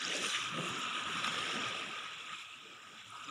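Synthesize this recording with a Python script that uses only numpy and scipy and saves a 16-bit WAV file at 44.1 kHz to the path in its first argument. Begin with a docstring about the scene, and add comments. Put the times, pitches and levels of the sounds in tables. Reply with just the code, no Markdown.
"""Small waves wash up a sandy beach and drain back, heard by a microphone that sits in a housing.
At first foam rushes over a low slosh amid many bubble pops; near 1.3 s the rush swells again with sharp splashes.
From about 2 s the water drains and fades, with a few splashes and longer watery blips towards the end at 3.3 s.
Noise and swarms of short sines form the water; the housing's resonances colour most of it and sing near 1250 Hz.
The two channels are almost alike: a common middle, a faint noise in opposite phase, and hiss."""
import sys
import numpy as np
from scipy import signal
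from scipy.fft import rfft, irfft, next_fast_len
from scipy.io import wavfile
from scipy.ndimage import uniform_filter1d, map_coordinates

SR = 44100
rng = np.random.default_rng(int(sys.argv[2]) if len(sys.argv) > 2 else 0)


def waveform_to_disk(signal):
    """Save audio, clipped to [-1, 1], as 16-bit WAV at the path in sys.argv[1]."""
    frames = np.transpose(np.atleast_2d(signal))
    scaled = np.clip(frames, -1, 1) * 32767
    samples = np.round(scaled).astype(np.int16)
    wavfile.write(sys.argv[1], SR, samples)


N = 145530  # samples, 3.3 s


def amp(db):
    """Logarithmic level: 20 dB is a factor of ten in amplitude."""
    return 10 ** (np.asarray(db) / 20)


def unit(x):
    """Normalisation: the signal is scaled to rms 1."""
    return x / np.sqrt(np.mean(x ** 2) + 1e-20)


def along(points, hz):
    """Logarithmic frequency scale: (Hz, value) points are joined by lines over log frequency."""
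    point_hz, value = np.transpose(points)
    return np.interp(np.log(hz + 1), np.log(point_hz + 1), value)


def curves(rows):
    """Linear interpolation in time: one value per sample for each column after the time."""
    s, *columns = np.transpose(rows)
    t = np.arange(N) / SR
    return [np.interp(t, s, column) for column in columns]


def wobble(rate):
    """Slow random modulation: a smooth curve through random knots, rate knots a second."""
    knots = rng.standard_normal(int(N * rate / SR) + 4)
    return map_coordinates(knots, [np.arange(N) * rate / SR])


def filtered(x, response):
    """Linear filtering: the spectrum of x is multiplied by a response of frequency."""
    size = next_fast_len(N + 8192)
    hz = np.fft.rfftfreq(size, 1 / SR)
    return irfft(rfft(x, size) * response(hz), size)[..., :N]


def housed(x, lo_hz, hi_hz):
    """Cavity resonance: one band of x takes on the colour of the housing, at rms 1."""
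    # Response of the housing. Each row: frequency in Hz, relative level in dB.
    housing = [(24, -67), (40, -41), (111, -15.5), (192, -11.5), (260, -12), (387, -10.5), (496, -8),
               (606, -5), (859, -7.5), (998, -7.5), (1130, -6), (1250, 6.5), (1380, -3), (2010, -8),
               (2570, -3), (3470, -4), (3930, -9.5), (4460, -25.5), (5300, -22), (6160, -22.5),
               (7160, -21.5), (8110, -28), (9180, -25.5), (12700, -52), (15500, -43)]

    def response(hz):
        low_edge = 1 + (lo_hz / (hz + 1)) ** 16
        high_edge = 1 + (hz / hi_hz) ** 16
        return amp(along(housing, hz)) / np.sqrt(low_edge * high_edge)

    return unit(filtered(x, response))


def patchy(depth_db):
    """Modulated noise: white noise whose gain varies in random patches of time and frequency."""
    z = signal.stft(rng.standard_normal(N), nperseg=1024, noverlap=768)[2]
    field = uniform_filter1d(rng.standard_normal(z.shape), size=4, axis=0)  # over frequency
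    field = uniform_filter1d(field, size=18, axis=1)  # over time
    noise = signal.istft(z * amp(depth_db * unit(field)), nperseg=1024, noverlap=768)[1]
    return unit(noise[:N])


def bubbles(s, gain, hz, cycles, rise, size=500):
    """Bubble resonance: short sines swell and fade; a positive rise lifts their pitch on the way."""
    u = np.arange(size) / SR * (hz / cycles)[:, None]  # time in units of the length
    swell = (np.e * 2 * u * np.exp(-2 * u)) ** 2  # peaks at 1 when u = 0.5
    wave = gain[:, None] * swell * np.sin(2 * np.pi * cycles * u * (1 + rise * u))
    at = (s * SR).astype(int)[:, None] + np.arange(size)
    return np.bincount(at.ravel(), wave.ravel(), N + size)[:N]


def foam(lo_hz, hi_hz, cycles, spread_db, share, depth_db, count, size=500):
    """Incoherent summation: bubbles of chance pitch and gain add in power to a patchy rush."""
    place = rng.random((count, 2))
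    chance = np.clip(rng.standard_normal(count), -2.5, 2.5)
    s = place[:, 0] * N / SR
    pitch_hz = lo_hz * (hi_hz / lo_hz) ** place[:, 1]
    grains = bubbles(s, amp(spread_db * chance), pitch_hz, cycles, 0.029, size=size)
    # share is the bubbles' part of the power
    mix = np.sqrt(share) * unit(grains) + np.sqrt(1 - share) * patchy(depth_db)
    return housed(mix, lo_hz, hi_hz)


def focused(x, centre_hz, lift_db, width, size):
    """Moving resonance: a lifted band follows a centre while the power of each frame is kept."""
    overlap = size - size // 8
    hz, t, z = signal.stft(x, SR, nperseg=size, noverlap=overlap)
    centre = np.interp(t * SR, np.arange(N), centre_hz)
    distance = np.log((hz[:, None] + 1) / centre) / width
    lift = amp(lift_db * np.exp(-distance ** 2))
    power_ratio = np.sum(np.abs(z * lift) ** 2, 0) / np.sum(np.abs(z) ** 2 + 1e-20, 0)
    lift /= np.sqrt(power_ratio + 1e-9)
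    return unit(signal.istft(z * lift, SR, nperseg=size, noverlap=overlap)[1][:N])


def drone():
    """Low-pass noise: a steady faint background falls away above 60 Hz."""
    noise = rng.standard_normal(N)
    return amp(-95) * unit(filtered(noise, lambda hz: 1 / (1 + (hz / 60) ** 4)))


def microphone_hiss():
    """Self-noise: treble hiss above 11 kHz, mostly common to both channels, with a weaker opposed part."""
    # Spectrum of the self-noise. Each row: frequency in Hz, relative level in dB.
    hiss_spectrum = [(5590, -32), (9500, 0), (11400, 6.5), (12600, 4), (14900, 4), (15500, 12.5)]
    noise = rng.standard_normal((2, N))
    hiss = filtered(noise, lambda hz: amp(along(hiss_spectrum, hz)) * (hz > 11000))
    centre, spread = unit(hiss[0]), amp(-12) * unit(hiss[1])
    return amp(-75) * np.array([centre + spread, centre - spread])


def sides():
    """Phase opposition: faint patchy noise, independent of the middle, to be added left and subtracted right."""
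    # Spectrum of the noise that differs. Each row: frequency in Hz, relative level in dB.
    apart_spectrum = [(15, -50), (25, -11), (160, 6), (759, -1), (1260, -10), (3500, -23), (3870, 12.5),
                      (6610, -64), (8750, -25), (11000, -47), (14300, -61), (22000, -120)]
    return amp(-79.5) * unit(filtered(patchy(2.6), lambda hz: amp(along(apart_spectrum, hz))))


def slosh():
    """Low-frequency resonance: water gurgles around a moving centre, over lapping and rumble."""
    # Gurgling. Each row: time in seconds, level in dB before the wobble, centre in Hz.
    gurgle_rows = [(0.0, -60.5, 239), (0.07, -49, 230), (0.13, -47.5, 486), (0.27, -47.5, 336),
                   (0.31, -61, 454), (0.5, -55.5, 172), (0.61, -43, 211), (0.67, -46, 267),
                   (0.9, -57.5, 247), (1.01, -52, 313), (1.17, -49, 246), (1.53, -51.5, 372),
                   (1.59, -45.5, 267), (1.77, -58, 396), (1.89, -53.5, 278), (1.96, -61.5, 412),
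                   (2.13, -62.5, 373), (2.43, -69.5, 260), (2.46, -71.5, 490), (2.59, -67, 260),
                   (2.65, -62.5, 424), (3.11, -69.5, 192), (3.14, -65, 313), (3.3, -64.5, 292)]
    # Low bed. Each row: time in seconds, level of the lapping in dB, rumble in dB before its wobble.
    bed_rows = [(0.0, -67, -86), (0.07, -57, -63), (0.15, -51, -93), (0.27, -64, -64), (0.31, -57.5, -77),
                (0.42, -69, -59.5), (0.6, -52, -61), (0.65, -61, -83), (0.71, -55, -55.5), (0.81, -62, -77),
                (0.86, -62, -65), (0.95, -62, -77), (1.07, -61.5, -59.5), (1.29, -55, -62.5),
                (1.42, -59, -58), (1.49, -51.5, -74), (1.68, -55, -58), (1.71, -53.5, -67.5),
                (2.36, -74.5, -77.5), (3.3, -70.5, -71.5)]
    level_db, centre_hz = curves(gurgle_rows)
    lap_db, rumble_db = curves(bed_rows)
    gurgle = foam(125, 620, cycles=6, spread_db=3, share=.08, depth_db=2.5, count=900, size=4000)
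    gurgle = focused(gurgle, centre_hz, 13, 0.78, size=2048)
    gurgle = amp(level_db + 1.9 * wobble(10.96)) * gurgle
    lap = foam(600, 1030, cycles=8, spread_db=3.8, share=.12, depth_db=4, count=700, size=1500)
    rumble = amp(rumble_db + 1.05 * wobble(5.67)) * housed(rng.standard_normal(N), 30, 138)
    return gurgle + amp(lap_db) * lap + rumble


def pops():
    """Bubble resonance: single bubbles ring at a steady pitch, short pops and longer blips of water."""
    # Bursting bubbles. Each row: time of the peak in seconds, peak in dB, pitch in Hz.
    pop_rows = [(0.007, -36, 7000), (0.021, -38, 9200), (0.039, -35, 4900), (0.051, -28, 5140),
                (0.081, -30, 6400), (0.141, -35, 6240), (0.153, -35, 4600), (0.167, -28.5, 6940),
                (0.230, -49, 9600), (0.257, -42, 8900), (0.266, -34, 9200), (0.316, -39, 9600),
                (0.688, -42, 6950), (0.689, -42.5, 10700), (0.838, -48, 9000), (0.938, -47, 9200),
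                (1.038, -38.5, 6760), (1.055, -45, 7200), (1.174, -45, 9300), (1.241, -40, 8900),
                (1.271, -41, 9500), (1.272, -36, 5000), (1.418, -42, 8460), (1.686, -45, 9100),
                (1.890, -48, 9700), (3.105, -45, 9300)]
    # Blips of water. Each row: time of the peak in seconds, peak in dB, pitch in Hz, length in cycles.
    blip_rows = [(2.655, -55.5, 440, 11), (3.08, -60.5, 108, 7), (3.143, -48, 1120, 7),
                 (3.157, -51, 973, 16), (3.172, -56, 5050, 45), (3.245, -50, 5980, 38),
                 (3.25, -61, 5000, 60), (3.275, -56, 4970, 50), (3.285, -51.5, 287, 9)]
    rows = [(*row, 7.5) for row in pop_rows] + list(blip_rows)  # every pop is 7.5 cycles long
    total = np.zeros(N)
    for s, db, hz, cycles in rows:
        start = np.array([s - cycles / hz / 2])
        total += bubbles(start, amp([db]), np.array([hz]), cycles, 0, size=8000)
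    return total


def splashes():
    """Impulsive noise: brief broad bursts start suddenly and decay exponentially."""
    # Splashes. Each row: start in seconds, level in dB before the decay, decay time in seconds.
    splash_rows = [(0.015, -35, 0.0035), (0.034, -46, 0.0054), (0.162, -44, 0.014), (0.23, -44, 0.0066),
                   (0.31, -40, .01), (0.568, -38, 0.011), (1.242, -28, 0.0069), (1.244, -32, 0.0027),
                   (1.278, -23, 0.001), (1.375, -30.5, 0.024), (1.639, -36, 0.0095), (2.323, -38, 0.012),
                   (2.39, -42, 0.012), (3.241, -50, 0.008), (3.286, -38, 0.0037)]
    t = np.arange(N) / SR
    shape = np.zeros(N)
    for s, db, length in splash_rows:
        u = np.clip((t - s) / length, 0, 50)
        shape += amp(db) * np.minimum(2 * u, 1) * np.exp(-u)
    return shape * housed(rng.standard_normal(N), 960, 13000)


def fizz(surge_db):
    """Superposed bubble bursts: fine foam fizzes on the sand, with soft puffs of spray on top."""
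    # Fizz. Each row: time in seconds, level in dB before the surge, bright band over it in dB,
    # finest foam over it in dB before its wobble.
    fizz_rows = [(0.0, -49, -6, -18), (0.03, -51, -6, -8), (0.04, -49, -4, -17), (0.05, -45, -4, -15),
                 (0.06, -48, -5, -10), (0.3, -46.5, -3.5, -7), (0.56, -58.5, -3.5, -5),
                 (0.6, -59.5, 4, 0.5), (0.82, -54, 0, -11), (0.9, -59.5, 2, -3.5), (1.22, -53, -3, -6),
                 (1.27, -50, -4.5, -12), (1.32, -51, -3, -8.5), (1.56, -50, -5.5, -10.5),
                 (2.09, -63, -1.5, -7), (2.32, -66, 4, -7), (2.43, -63.5, -2.5, -8), (2.47, -72, 6, -2),
                 (2.76, -67, -2, -11.5), (3.22, -67.5, 3, -2.5), (3.24, -62, -0.5, -6), (3.3, -69, 8, -9)]
    # Treble resonances that drift as the microphone turns.
    # Each row: time in seconds, lower centre in Hz, upper centre in Hz.
    drift_rows = [(0, 5800, 6500), (0.55, 6000, 6800), (0.88, 5400, 6900), (1.0, 5850, 6840),
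                  (1.3, 5350, 6900), (1.6, 5570, 6950), (2.0, 5550, 7500), (2.45, 5470, 7700),
                  (2.9, 5340, 7540), (3.1, 5700, 7600), (3.3, 5300, 7300)]
    # Puffs of spray. Each row: time of the peak in seconds, peak level in dB, time to fall to 1/e in seconds.
    puff_rows = [(0.282, -61, .05), (0.69, -62, .006), (0.795, -61, 0.014), (1.157, -68, .015),
                 (1.26, -61, 0.022), (2.41, -71, 0.023)]
    level_db, bright_db, fine_db = curves(fizz_rows)
    lower_hz, upper_hz = curves(drift_rows)
    coarse = foam(4400, 6150, cycles=9, spread_db=4, share=.1, depth_db=3, count=3000)
    coarse = focused(coarse, lower_hz, 7, .06, size=512)
    bright = foam(6350, 7800, cycles=10, spread_db=4, share=.1, depth_db=3, count=3000)
    bright = focused(bright, upper_hz, 4, .07, size=512)
    fine = foam(7960, 18500, cycles=8, spread_db=3.5, share=0.14, depth_db=4.5, count=4000)
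    bands = coarse + amp(bright_db) * bright + amp(fine_db + 1.2 * wobble(16)) * fine
    t = np.arange(N) / SR
    puffs = sum(amp(db) * np.exp(-((t - s) / length) ** 2) for s, db, length in puff_rows)
    spray = foam(10400, 13500, cycles=5, spread_db=5, share=.4, depth_db=2, count=3000)
    return amp(level_db + 2.0 * surge_db) * bands + puffs * spray


def wash(surge_db):
    """Turbulent flow noise: the water rushes, and the housing's resonance lifts a hollow band out of it."""
    # Rush. Each row: time in seconds, level in dB before the surge, lower part over it in dB.
    wash_rows = [(0.0, -44, -3), (0.04, -41, -4), (0.31, -39.5, -8.5), (0.35, -34.5, -2.5),
                 (0.38, -41.5, -4), (0.51, -44, -9), (1.23, -41, -8), (1.24, -38, -4.5), (1.3, -41, -6.5),
                 (1.37, -40.5, -3.5), (1.39, -42, -12), (1.44, -42, 0), (1.46, -40, -6),
                 (1.97, -45.5, -5.5), (2.27, -50, -11), (2.3, -48.5, -0.5), (2.37, -48.5, -16),
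                 (2.64, -55.5, -9), (2.94, -56.5, -4), (3.02, -52, -4.5), (3.08, -56.5, -11),
                 (3.3, -50, -32)]
    # Hollow band. Each row: time in seconds, level in dB before the surge.
    hollow_rows = [(0.0, -48), (0.22, -55.5), (0.24, -46.5), (1.23, -41), (1.49, -47.5), (1.66, -40),
                   (1.68, -50), (1.82, -46), (1.89, -52), (1.91, -48), (2.15, -51.5), (2.3, -53),
                   (2.7, -61.5), (2.77, -58), (3.07, -62), (3.15, -51), (3.28, -50.5), (3.3, -43)]
    level_db, lower_db = curves(wash_rows)
    hollow_db = curves(hollow_rows)[0]
    rush = foam(2150, 4400, cycles=9, spread_db=3.5, share=.12, depth_db=3.6, count=4000)
    lower = foam(1430, 2150, cycles=9, spread_db=3.3, share=.1, depth_db=3.8, count=2000)
    hollow = housed(patchy(1), 1020, 1500)
    water = amp(level_db) * (rush + amp(lower_db) * lower)
    return amp(surge_db) * (water + amp(hollow_db) * hollow)


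def scene():
    """Superposition: water in the middle, a faint independent noise in opposite phase in the channels, hiss."""
    surge_db = 0.38 * wobble(8.905) + 0.5 * wobble(34.55)  # shared by wash and fizz
    mid = drone() + slosh() + pops() + splashes() + fizz(surge_db) + wash(surge_db)
    side = sides()
    return np.array([mid + side, mid - side]) + microphone_hiss()


def record(dry):
    """Band limitation: nothing at or above 15520 Hz is kept."""
    return filtered(dry, lambda hz: hz < 15520)


dry = scene()
out = record(dry)
waveform_to_disk(out)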